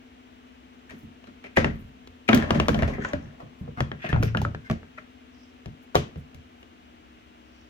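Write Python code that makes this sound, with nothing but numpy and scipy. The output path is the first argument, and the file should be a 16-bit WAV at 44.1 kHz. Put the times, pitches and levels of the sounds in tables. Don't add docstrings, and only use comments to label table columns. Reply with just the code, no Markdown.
import sys
import numpy as np
from scipy import signal
from scipy.fft import rfft, irfft
from scipy.io import wavfile
from scipy.ndimage import uniform_filter1d

SR = 44100
rng = np.random.default_rng(int(sys.argv[2]) if len(sys.argv) > 2 else 0)


def wav_record(signal):
    frames = np.transpose(np.atleast_2d(signal))
    bounded = np.clip(frames, -1, 1)
    quanta = np.round(bounded * 32767).astype(np.int16)
    wavfile.write(sys.argv[1], SR, quanta)


N = 339478
TIME = np.arange(2 ** 15) / SR
HZ = np.fft.rfftfreq(len(TIME), 1 / SR)
TAIL_FADE = np.clip(3 - 4 * TIME / TIME[-1], 0, 1)
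LEAD_S = 64 / SR

# (time [s], strength [dB], hardness [steps of ~1 dB/octave], struck spot [Hz],
# after-ring over crack [dB], panel thump [dB], thump tilt [dB/band])
RIM_CONTACTS = [(0.9083, -5.5, 2, 1870, -1, -66, -11), (1.2412, -7, 0, 2830, -13, -71, 1),
                (1.2714, -11, 1.5, 1340, -2, -60.5, 14.5), (1.441, -4, 0.5, 2230, -0.5, -62, 9),
                (1.468, -6, 0.5, 2300, -14, -83, 7), (1.5713, 22.5, 0.48, 1970, -2, -25, 4),
                (1.6446, 19.5, -0.5, 1920, -7, -28.5, 4.5), (2.074, -3.5, 1.5, 3870, -17, -67, -12),
                (2.2898, 24, -0.15, 2350, -7, -29, 14), (2.331, 23, -0.5, 3380, -3, -23.5, 11.5),
                (2.347, 13, 4.5, 660, -8.5, -36.5, -4.5), (2.3753, 12, 2, 1790, -8, -60, 0),
                (2.424, 9.5, 0, 1710, -2.5, -36.5, -3.5), (2.5067, 22.5, 0.44, 1190, -11, -26.5, 5),
                (2.548, 6, 1, 630, 3.5, -29, 6), (2.5994, 21, 0.7, 2840, -12, -34.5, -5),
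                (2.6837, 19, 2, 1200, -8, -42.5, 22.5), (2.691, 20.5, -1, 1320, -18, -26.5, 2.5),
                (2.7449, 13, 0.5, 680, -5.5, -33, 8), (2.7905, 10, -0.1, 2170, -4.5, -46, -2),
                (2.8233, 13.5, 0, 1800, -5, -28, -2.5), (2.8315, 13, -1.5, 1990, -8, -42, 9),
                (2.8781, 4, 1, 604, 1.5, -37, 6), (2.983, -0.5, -6, 450, -3.5, -36, 6.5),
                (3.0482, 10.5, -0.5, 1500, -9, -52, -2), (3.1337, 11.5, 0.6, 1600, -9, -35, 1.5),
                (3.6769, -14.5, -16, 478, -11, -43, 6), (3.8052, 15, 1.03, 1060, -10.5, -30.5, 4.5),
                (3.9165, 9, -2.3, 1810, -12, -42, 7.5), (4.044, 5, -2, 674, -7.5, -44, 13.5),
                (4.0909, 1.5, 2, 1740, -3, -38, 7), (4.1288, 13, -3.5, 2140, -8, -24.5, 1),
                (4.144, 7, -3.5, 1490, -4.5, -43, 2), (4.1619, 9, -3, 860, -16, -44, 11),
                (4.2272, 11.5, 0.6, 445, -6, -28.5, 2), (4.234, 4.5, 3.5, 5060, -6.5, -51, 2),
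                (4.3484, 12, -2.5, 1460, -7.5, -32.5, 9.5), (4.3721, 8.5, 1.45, 1640, -6.5, -32.5, 3.5),
                (4.417, 2.5, 3, 870, -4, -33.5, 1), (4.451, 4, -1, 620, -5, -32.5, 3.5),
                (4.548, 7, -1, 1583, -14, -43, 6.5), (4.6991, 9.5, 0.55, 2050, -7, -31, 5),
                (4.7118, 8.5, 1.5, 670, -8.5, -40, 2), (4.831, -9, -2, 1760, -9, -71, -5),
                (4.9853, -18, 2, 2380, 2, -62, 4), (5.659, 0, 1.5, 664, -11.5, -41, 5),
                (5.9545, 22, 2.4, 418, -11, -28.5, 3.5), (5.9619, 9.5, 2.5, 3120, 0.5, -58, 3),
                (6.1587, -6, 0, 470, -8.5, -42, 0), (6.346, -12, 3.5, 790, -7, -52.5, -5),
                (6.6292, -10.5, 1, 2980, -8.5, -78, -2)]
# (time [s], side [-1 right, 1 left])
RIM_SIDE = [(1.6, 0.68), (2.82, 0.76), (2.88, -0.33), (3.13, 0.83), (4.23, 0.67), (4.35, 0.67), (4.45, 0.5),
            (4.55, -0.78), (4.98, -0.11), (5.66, 0.86), (5.95, 0.91), (6.35, 0.76)]
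# (frequency [Hz], level [dB], free t60 [s])
TOTE_MODES = [(67, 8, 0.59), (82.1, 18, 0.58), (122.4, 7, 0.16), (146.5, 3.5, 0.48), (172, -10, 0.14),
              (221.05, 5.5, 0.92), (238.7, 7.5, 0.3), (298, -31, 1), (377, -11, 0.14), (420.4, 5.5, 0.2),
              (516, 7.5, 0.088), (581, 11, 0.12), (670, 12.5, 0.063), (770, 13, 0.055), (952, 9, 0.1),
              (1020, -22, 0.14), (1350, 6.5, 0.2), (1600, 9.5, 0.13), (1799, 24, 0.025), (1934, 0.5, 0.2),
              (2214, 18, 0.033), (2390, 14, 0.069), (3104, 18.5, 0.026)]
THUMP_EDGES_HZ = [35, 100, 180, 350]
# (frequency [Hz], left-right coherence [-1..1])
ROOM_COHERENCE = [(60, 0.81), (200, 1), (350, 0.6), (600, -0.31), (1400, -0.6), (3000, -0.19), (6000, 0.14)]
# (frequency [Hz], left over right [dB])
PORT_BALANCE_DB = [(100, -6), (400, -1.5), (900, 4), (2600, 2.5), (3400, 4), (4400, -5.5), (6500, -0.5),
                   (8500, -2), (13000, -0.5)]
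# (frequency [Hz], gain [dB])
MIC_RESPONSE_DB = [(700, -2), (860, -8.5), (1150, -6.5), (3000, -5), (4500, -6.5), (6300, -4),
                   (8200, -13.5), (10000, -13), (13000, -8), (16000, -13)]


def amp(db):
    return 10 ** (np.asarray(db) / 20)


def unit_rms(x):
    return x / np.sqrt(np.mean(x ** 2) + 1e-20)


def unit_onset(x, span_s=0.04):
    return x / np.sqrt(np.sum(x[:, :int(span_s * SR)] ** 2) / 2 + 1e-20)


def curve_at(points, hz):
    point_hz, value = np.transpose(points)
    return np.interp(np.log(hz + 1), np.log(point_hz + 1), value)


def add(mix, time_s, sound):
    part = mix[:, max(round(time_s * SR), 0):][:, :sound.shape[1]]
    fade = np.r_[np.ones(sound.shape[1] - len(TAIL_FADE)), TAIL_FADE]
    part += (sound * fade)[:, :part.shape[1]]


def minimum_phase(gain_db):
    log_gain = np.log(amp(np.maximum(gain_db, -100)))
    mirrored = np.r_[log_gain, log_gain[-2:0:-1]]
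    return np.exp(np.conj(signal.hilbert(mirrored)))[:len(gain_db)]


def noise_pair(coherence, size):
    left, independent = rfft(rng.standard_normal((2, size)))
    shared = np.clip(curve_at(coherence, np.fft.rfftfreq(size, 1 / SR)), -1, 1)
    return np.array([left, shared * left + np.sqrt(1 - shared ** 2) * independent])


def rim_to_ports(time_s, lag_ms_per_side=0.51, corner_hz=1150):
    side = np.interp(time_s, *np.transpose(RIM_SIDE))
    lag_s = lag_ms_per_side * side / 1000
    turns = HZ * lag_s / np.sqrt(1 + (HZ / corner_hz) ** 2.4)
    pan_db = 1 + side
    return np.exp(1j * np.pi * turns * np.array([[1], [-1]])), amp([[pan_db / 2], [-pan_db / 2]])


def air(treble_db=-58.56, treble_from_hz=900, pan_db=1.1, lag_ms=0.51):
    # (frequency [Hz], relative density [dB])
    density_db = [(15, -64), (25, -24), (70, -5), (153, -18), (242, -8.5), (309, -9.5), (503, -18),
                  (734, -14), (840, -16), (1790, -21.5), (2910, -20), (4610, -33.5), (6210, -35),
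                  (9570, -47), (16000, -46.5)]
    # (frequency [Hz], left-right coherence [0..1])
    coherence = [(60, 0.99), (130, 0.32), (290, 0.086), (640, 1), (1410, 0.67), (3100, 0.17),
                 (15000, 0.052)]
    hz = np.fft.rfftfreq(N, 1 / SR)
    delay = np.exp(1j * np.pi * hz * lag_ms / 1000 * np.array([[1], [-1]]))
    spectrum = noise_pair(coherence, N) * delay * amp(curve_at(density_db, hz))
    treble_rms = np.std(irfft(spectrum * (hz > treble_from_hz), N))
    return irfft(spectrum, N) / treble_rms * amp(treble_db) * amp([[pan_db], [-pan_db]])


def motor_hum(drift_rad=0.064, pan_db=2.5, step_back_s=(6.37, 7)):
    # (frequency [Hz], level over the tub [dB], level a step back [dB])
    partials = [(64.7, -68, -64.5), (202, -74, -73), (241, -59.5, -60), (256.3, -57, -70),
                (313, -78, -64.5), (446, -70.5, -78)]
    t, out = np.arange(N) / SR, np.zeros((2, N))
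    knots_s = np.linspace(0, t[-1], num=40)
    for hz, *levels_db in partials:
        drift = np.interp(t, knots_s, drift_rad * rng.standard_normal(len(knots_s)))
        rms = amp(np.interp(t, step_back_s, levels_db))
        out += rms * np.sqrt(2) * np.sin(2 * np.pi * hz * t + drift)
    return out * amp([[pan_db], [-pan_db]])


def room_tail(near_gain=0.38, near_s=0.02):
    # (frequency [Hz], t60 [s])
    decay_times = [(100, 0.76), (400, 0.33), (1100, 0.32), (3000, 0.3), (7000, 0.27), (15000, 0.12)]
    noise = irfft(noise_pair(ROOM_COHERENCE, len(TIME)))
    hz, t, frames = signal.stft(noise, SR, nperseg=256)
    fall_db = -60 * t / curve_at(decay_times, hz)[:, None]
    tail = signal.istft(frames * amp(fall_db), SR)[1][:, :len(TIME)]
    return tail * (1 + near_gain * np.exp(-TIME / near_s))


def friction(pressure, centre_hz, width_octaves, slips_per_s=450, hiss=0.065, slip_db=4.5, skirt_db=-30):
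    slips = (rng.random(N) < slips_per_s / SR) * amp(slip_db * np.minimum(rng.exponential(1, N), 4))
    drive = (slips + hiss * rng.standard_normal(N))[:len(pressure)] * pressure
    rim = unit_onset(irfft(noise_pair(ROOM_COHERENCE, len(TIME))) * np.exp(-TIME / 0.0074))
    room = 0.5 * unit_onset(room_tail(), span_s=0.093)
    resonance = np.exp(-(np.log2((HZ + 1) / centre_hz) / width_octaves) ** 2)
    skirt = amp(skirt_db) * HZ ** 2 / (HZ ** 2 + 300 ** 2) / (1 + (HZ / 6000) ** 2)
    ports = amp(curve_at(PORT_BALANCE_DB, HZ) * np.array([[.5], [-.5]]) + curve_at(MIC_RESPONSE_DB, HZ))
    response = irfft(rfft(rim + room) * (resonance + skirt) * ports) * TAIL_FADE
    sound = signal.fftconvolve(drive[None], response, axes=1)
    return sound * np.sqrt(np.sum(pressure ** 2) / np.sum(sound ** 2))


def rubs(strokes, gain_db=0):
    out = np.zeros((2, N))
    for middle_s, length_s, level_db, centre_hz, width_octaves in strokes:
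        pressure = amp(level_db + gain_db) * unit_rms(np.hanning(max(int(length_s * SR), 64)))
        add(out, middle_s - length_s / 2, friction(pressure, centre_hz, width_octaves))
    return out


def hand_brushes():
    # (middle [s], length [s], level [dB], centre [Hz], width [octaves])
    strokes = [(0.99, .2, -73, 11000, 0.97), (1.27, 0.042, -66, 4140, .08), (1.8, 0.29, -77, 11200, 0.44),
               (2.72, 0.63, -69, 11000, 0.94), (3.06, 0.16, -58.5, 6600, 0.37),
               (3.23, 0.16, -72.5, 5800, .15), (3.61, 0.087, -76, 11900, 0.9),
               (4.24, 0.089, -57, 12400, 0.39), (4.265, 0.098, -63, 5450, 0.1),
               (5.41, 0.27, -70, 5230, 0.2), (5.83, 0.035, -70, 12000, 0.98), (6.19, 0.053, -72, 11000, 1),
               (6.61, 0.055, -79, 13000, .5), (7.58, 0.44, -74, 5260, 0.31)]
    return rubs(strokes, gain_db=2.5)


def rim_scrapes():
    # (middle [s], length [s], level [dB], centre [Hz], width [octaves])
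    strokes = [(0.9, 0.02, -42, 1730, 0.5), (1.452, 0.044, -43.5, 2190, 0.43),
               (1.568, 0.026, -24, 2000, 0.45), (2.286, 0.02, -23, 2340, 0.35),
               (2.328, 0.02, -25, 1970, 0.44), (2.942, 0.065, -39.5, 1930, 0.29),
               (3.019, 0.034, -36.5, 1720, 0.21), (3.409, 0.057, -42, 690, 0.94),
               (3.79, 0.065, -36, 1180, .8), (4.056, 0.083, -38, 1820, 0.72),
               (4.098, 0.024, -30.5, 1750, 0.13), (4.66, 0.053, -51, 2110, .04),
               (4.665, 0.063, -49, 1650, .12), (4.982, 0.029, -40.5, 1530, 0.61),
               (5.95, 0.016, -23.5, 910, 1)]
    return rubs(strokes)


def lid_slides(wall_hz=690, wall_octaves=0.92, rim_hz=1630, rim_octaves=0.87):
    # (time [s], level [dB], rim over wall [dB])
    drags = [
        [(2.3, -34, -12), (2.42, -38, 0), (2.55, -33, -6), (2.66, -42.5, -5), (2.76, -39, 1), (2.91, -40.5, -9),
         (2.99, -48, 11.5), (3.09, -35, -3), (3.19, -55, -7), (3.3, -55, -4), (3.52, -72, -24),
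         (3.66, -59, -12), (3.76, -81, -6)],
        [(3.99, -53, 16), (4.05, -41, 15), (4.09, -41, 8), (4.16, -40.5, -10), (4.28, -45, 7), (4.34, -64, -5)],
    ]
    out = np.zeros((2, N))
    for drag in drags:
        times_s, level_db, rim_db = np.transpose(drag)
        t = np.arange(times_s[0], times_s[-1], 1 / SR)
        resonances = (-rim_db / 2, wall_hz, wall_octaves), (rim_db / 2, rim_hz, rim_octaves)
        for share_db, hz, octaves in resonances:
            pressure = amp(np.interp(t, times_s, level_db + share_db))
            add(out, times_s[0], friction(pressure, hz, octaves, slips_per_s=300, hiss=0.063))
    return out


def mode_tones(grip_db_per_s=35):
    return np.array([amp(db - (60 / t60_s + grip_db_per_s) * TIME) * np.exp(2j * np.pi * hz * TIME)
                     for hz, db, t60_s in TOTE_MODES], np.complex64)


def ring(tones, low_hz, high_hz, spread_db=2):
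    hz = np.array(TOTE_MODES)[:, 0]
    strength, direction = rng.standard_normal((2, len(hz)))
    left = -1j * amp(spread_db * strength) * (hz >= low_hz) * (hz < high_hz)
    apart_rad = np.sign(direction) * np.arccos(np.clip(curve_at(ROOM_COHERENCE, hz), -1, 1))
    right = left * np.exp(1j * apart_rad)
    return (np.array([left, right], np.complex64) @ tones).real


def flexed(x, detune):
    speed = 1 + detune * rng.uniform(-0.98, 1)
    return np.array([np.interp(TIME * speed, TIME, channel) for channel in x])


def panel_thumps(tones, lag_s=0.0023, swell_s=0.0027, flex_s=0.052, room_gain=0.55,
                 seated_s=3.2, seated_db_per_s=55):
    # (time [s], level [dB], tilt [dB/band])
    presses = [(0.931, -51.5, 11), (1.031, -47, 5.5), (2.576, -29.5, 7.5), (2.772, -28.5, 2),
               (2.835, -34.5, 0), (2.919, -38.5, 7.5), (3.246, -46, 7.5), (3.429, -47, 7),
               (3.611, -39.5, 4), (3.775, -42.5, 10), (4.199, -32.5, 10.5)]
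    loose_db, seated_db = [1, -1.5, -5.5], [2, 3, -8.5]
    blows = [(time_s + lag_s, db, tilt_db) for time_s, *_, db, tilt_db in RIM_CONTACTS]
    bands_hz = list(zip(THUMP_EDGES_HZ, THUMP_EDGES_HZ[1:]))
    filters = [signal.butter(3, edges, "band", fs=SR, output="sos") for edges in bands_hz]
    push = (1 - np.exp(-TIME / swell_s)) ** 2 * (1 + np.exp(-TIME / flex_s))
    out = np.zeros((2, N))
    for time_s, thump_db, tilt_db in blows + presses:
        seated = time_s > seated_s
        levels_db = thump_db + tilt_db * np.array([-1, 0, 1]) + (seated_db if seated else loose_db)
        tail, thump = room_tail(), 0
        for edges, band_pass, level_db in zip(bands_hz, filters, levels_db):
            room = room_gain * unit_rms(signal.sosfilt(band_pass, tail))
            band = push * (unit_rms(ring(tones, *edges)) + room)
            onset_rms = np.sqrt(np.mean(band[:, :int(0.06 * SR)] ** 2))
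            thump = thump + amp(level_db) * band / onset_rms
        add(out, time_s, flexed(thump, detune=0.036) * amp(-seated_db_per_s * seated * TIME))
    return out


def pings(releases, room_db, gain_db, rise_cycles=0.31):
    out = np.zeros((2, N))
    for time_s, level_db, hz, decay_cycles in releases:
        delay, pan = rim_to_ports(time_s)
        cycles = np.maximum(TIME - LEAD_S, 0) * hz
        envelope = np.exp(-cycles / decay_cycles) * (1 - np.exp(-cycles / rise_cycles))
        ping = amp(level_db + gain_db) * envelope * np.sin(2 * np.pi * cycles)
        room = amp(room_db) * rfft(unit_onset(room_tail()))
        add(out, time_s - LEAD_S, irfft(rfft(ping) * (delay + room)) * pan)
    return out


def panel_booms():
    # (time [s], level [dB], pitch [Hz], 1/e decay [cycles])
    pops = [(3.81, -19, 141, 5.1), (3.82, -26, 79.5, 3.7), (4.134, -20, 143, 4), (4.136, -18, 111, 20),
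            (4.372, -22, 204, 4.7), (4.385, -24.5, 78.7, 5.6), (4.7, -21.5, 221.3, 8),
            (4.704, -20, 150, 4.3), (6.165, -28, 177, 3)]
    return pings(pops, room_db=-18.5, gain_db=-1.5)


def crack(chatter=1.66, chatter_s=0.0022):
    pulse = chatter * rng.standard_normal(len(TIME)) * np.exp(-TIME / chatter_s)
    pulse *= np.sqrt(2 / (chatter_s * SR))
    pulse[0] += 1
    spectrum = rfft(pulse)
    smoothed_db = 10 * np.log10(uniform_filter1d(abs(spectrum) ** 2, size=400))
    return spectrum * minimum_phase(-smoothed_db)


def rim_knocks(tones, spot_octaves=0.23, modes_db=-5, build_s=0.0043, low_cut_hz=280, gain_db=-0.5):
    # (frequency [Hz], level [dB])
    contact = [(300, 3.5), (560, -0.5), (1300, -2.5), (2700, -10), (5500, -21), (11000, -31),
               (16000, -47.5)]
    # (frequency [Hz], gain [dB/step])
    hardness_tilt = [(560, -0.54), (1200, -1), (2700, 1.64), (5500, 3.5), (11000, 5.5), (16000, 10)]
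    step_db = curve_at(hardness_tilt, HZ)
    balance_db = curve_at(PORT_BALANCE_DB, HZ) / 2
    ports = np.array([minimum_phase(balance_db), minimum_phase(-balance_db)])
    ports *= np.exp(-2j * np.pi * HZ * LEAD_S)
    low_cut_db = -10 * np.log10(1 + (low_cut_hz / (HZ + 1)) ** 4)
    common_db = curve_at(contact, HZ) + curve_at(MIC_RESPONSE_DB, HZ) + low_cut_db + gain_db
    build = 1 - np.exp(-TIME / build_s)
    out = np.zeros((2, N))
    for time_s, strength_db, hardness, spot_hz, ring_db, *_ in RIM_CONTACTS:
        delay, pan = rim_to_ports(time_s)
        spot_db = (8.5 - 0.8 * hardness) / (1 + (np.log2((HZ + 1) / spot_hz) / spot_octaves) ** 2)
        colour = minimum_phase(strength_db + hardness * step_db + common_db + spot_db)
        direct = crack() * delay
        room = unit_onset(room_tail() * build)
        lid = unit_onset(flexed(ring(tones, THUMP_EDGES_HZ[-1], SR), detune=0.04) * build)
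        after_ring = amp(ring_db) * rfft(room + amp(modes_db) * lid)
        add(out, time_s - LEAD_S, irfft((direct + after_ring) * colour * ports) * pan)
    return out


def rim_snaps():
    # (time [s], level [dB], pitch [Hz], 1/e decay [cycles])
    releases = [(1.571, -13, 1640, 4.7), (1.572, -10.5, 870, 1.8), (1.5725, -15, 530, 11),
                (1.573, -23, 2350, 7), (1.6443, -19, 860, 2.7), (1.6447, -16, 2730, 5.1),
                (2.2902, -10.5, 1286, 7.8), (2.2912, -9, 2380, 5.5), (2.292, -16, 2780, 7),
                (2.291, -23, 3720, 7), (2.295, -16, 677, 9), (2.331, -12, 1590, 5.3),
                (2.3312, -15, 2450, 2.6), (2.3313, -19, 3380, 4), (2.4245, -24, 1780, 8),
                (2.5065, -21, 785, 4.3), (2.5067, -15, 1190, 3.5), (2.507, -13, 2800, 4.5),
                (2.5995, -20, 630, 6), (2.5998, -10, 1070, 1.9), (2.6, -21, 2770, 6.9),
                (2.684, -17, 633, 5.1), (2.6843, -12.5, 1080, 2), (2.69, -14, 486, 3.6),
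                (2.691, -20, 1340, 5), (2.745, -24, 3120, 9.1), (2.7905, -24, 606, 3.4),
                (2.8235, -17.5, 663, 5), (2.832, -27, 2860, 6), (3.0478, -19, 1496, 7.7),
                (3.048, -27, 1920, 13), (3.0485, -30.5, 1017, 12), (3.135, -17, 591, 6.5),
                (3.136, -21.5, 271, 4.1), (3.8053, -14.5, 1060, 1.2), (3.8055, -13.5, 1780, 3),
                (3.8058, -19, 607, 2.8), (3.806, -23, 3280, 11), (3.917, -29, 3150, 5.5),
                (4.0435, -25.5, 680, 6.7), (4.1285, -12.5, 1310, 0.84), (4.129, -26, 3250, 5.6),
                (4.2275, -21, 2330, 4.5), (4.229, -18.5, 1420, 3.1), (4.23, -25, 447, 6),
                (4.349, -16, 1410, 4.4), (4.3495, -24, 900, 4), (4.35, -32, 2350, 4.3),
                (4.3718, -16.5, 674, 1.14), (4.372, -14, 2810, 3.4), (4.3722, -25, 1674, 12),
                (4.417, -18, 846, 2.4), (4.4507, -7, 1330, 1.6), (4.453, -34, 1305, 16),
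                (4.6995, -26.5, 1140, 10), (4.7, -25, 620, 6.6), (4.98, -41, 616, 9),
                (4.9845, -27, 1320, 2.7), (4.985, -34, 2330, 4.2), (5.9538, -5, 504, 1.16),
                (5.9544, -9, 770, 1.7), (5.9546, -7.5, 1117, 4), (5.9548, -25, 1560, 4.6),
                (5.9545, -14, 3900, 4.4), (5.956, -20, 1222, 12), (5.961, -22.5, 350, 5.5),
                (5.961, -16, 725, 5.8), (6.629, -43, 2900, 8)]
    return pings(releases, room_db=-15, gain_db=-0.5)


def scene():
    tones = mode_tones()
    hits = rim_knocks(tones) + rim_snaps()
    bass = panel_thumps(tones) + panel_booms()
    rubbing = rim_scrapes() + hand_brushes() + lid_slides()
    return hits + bass + rubbing + motor_hum() + air()


def record(dry, cutoff_hz=16500):
    low_pass = signal.firwin(511, cutoff_hz, window=("kaiser", 9), fs=SR)
    return signal.oaconvolve(np.clip(dry, -1, 1), low_pass[None], "same")


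dry = scene()
out = record(dry)
wav_record(out)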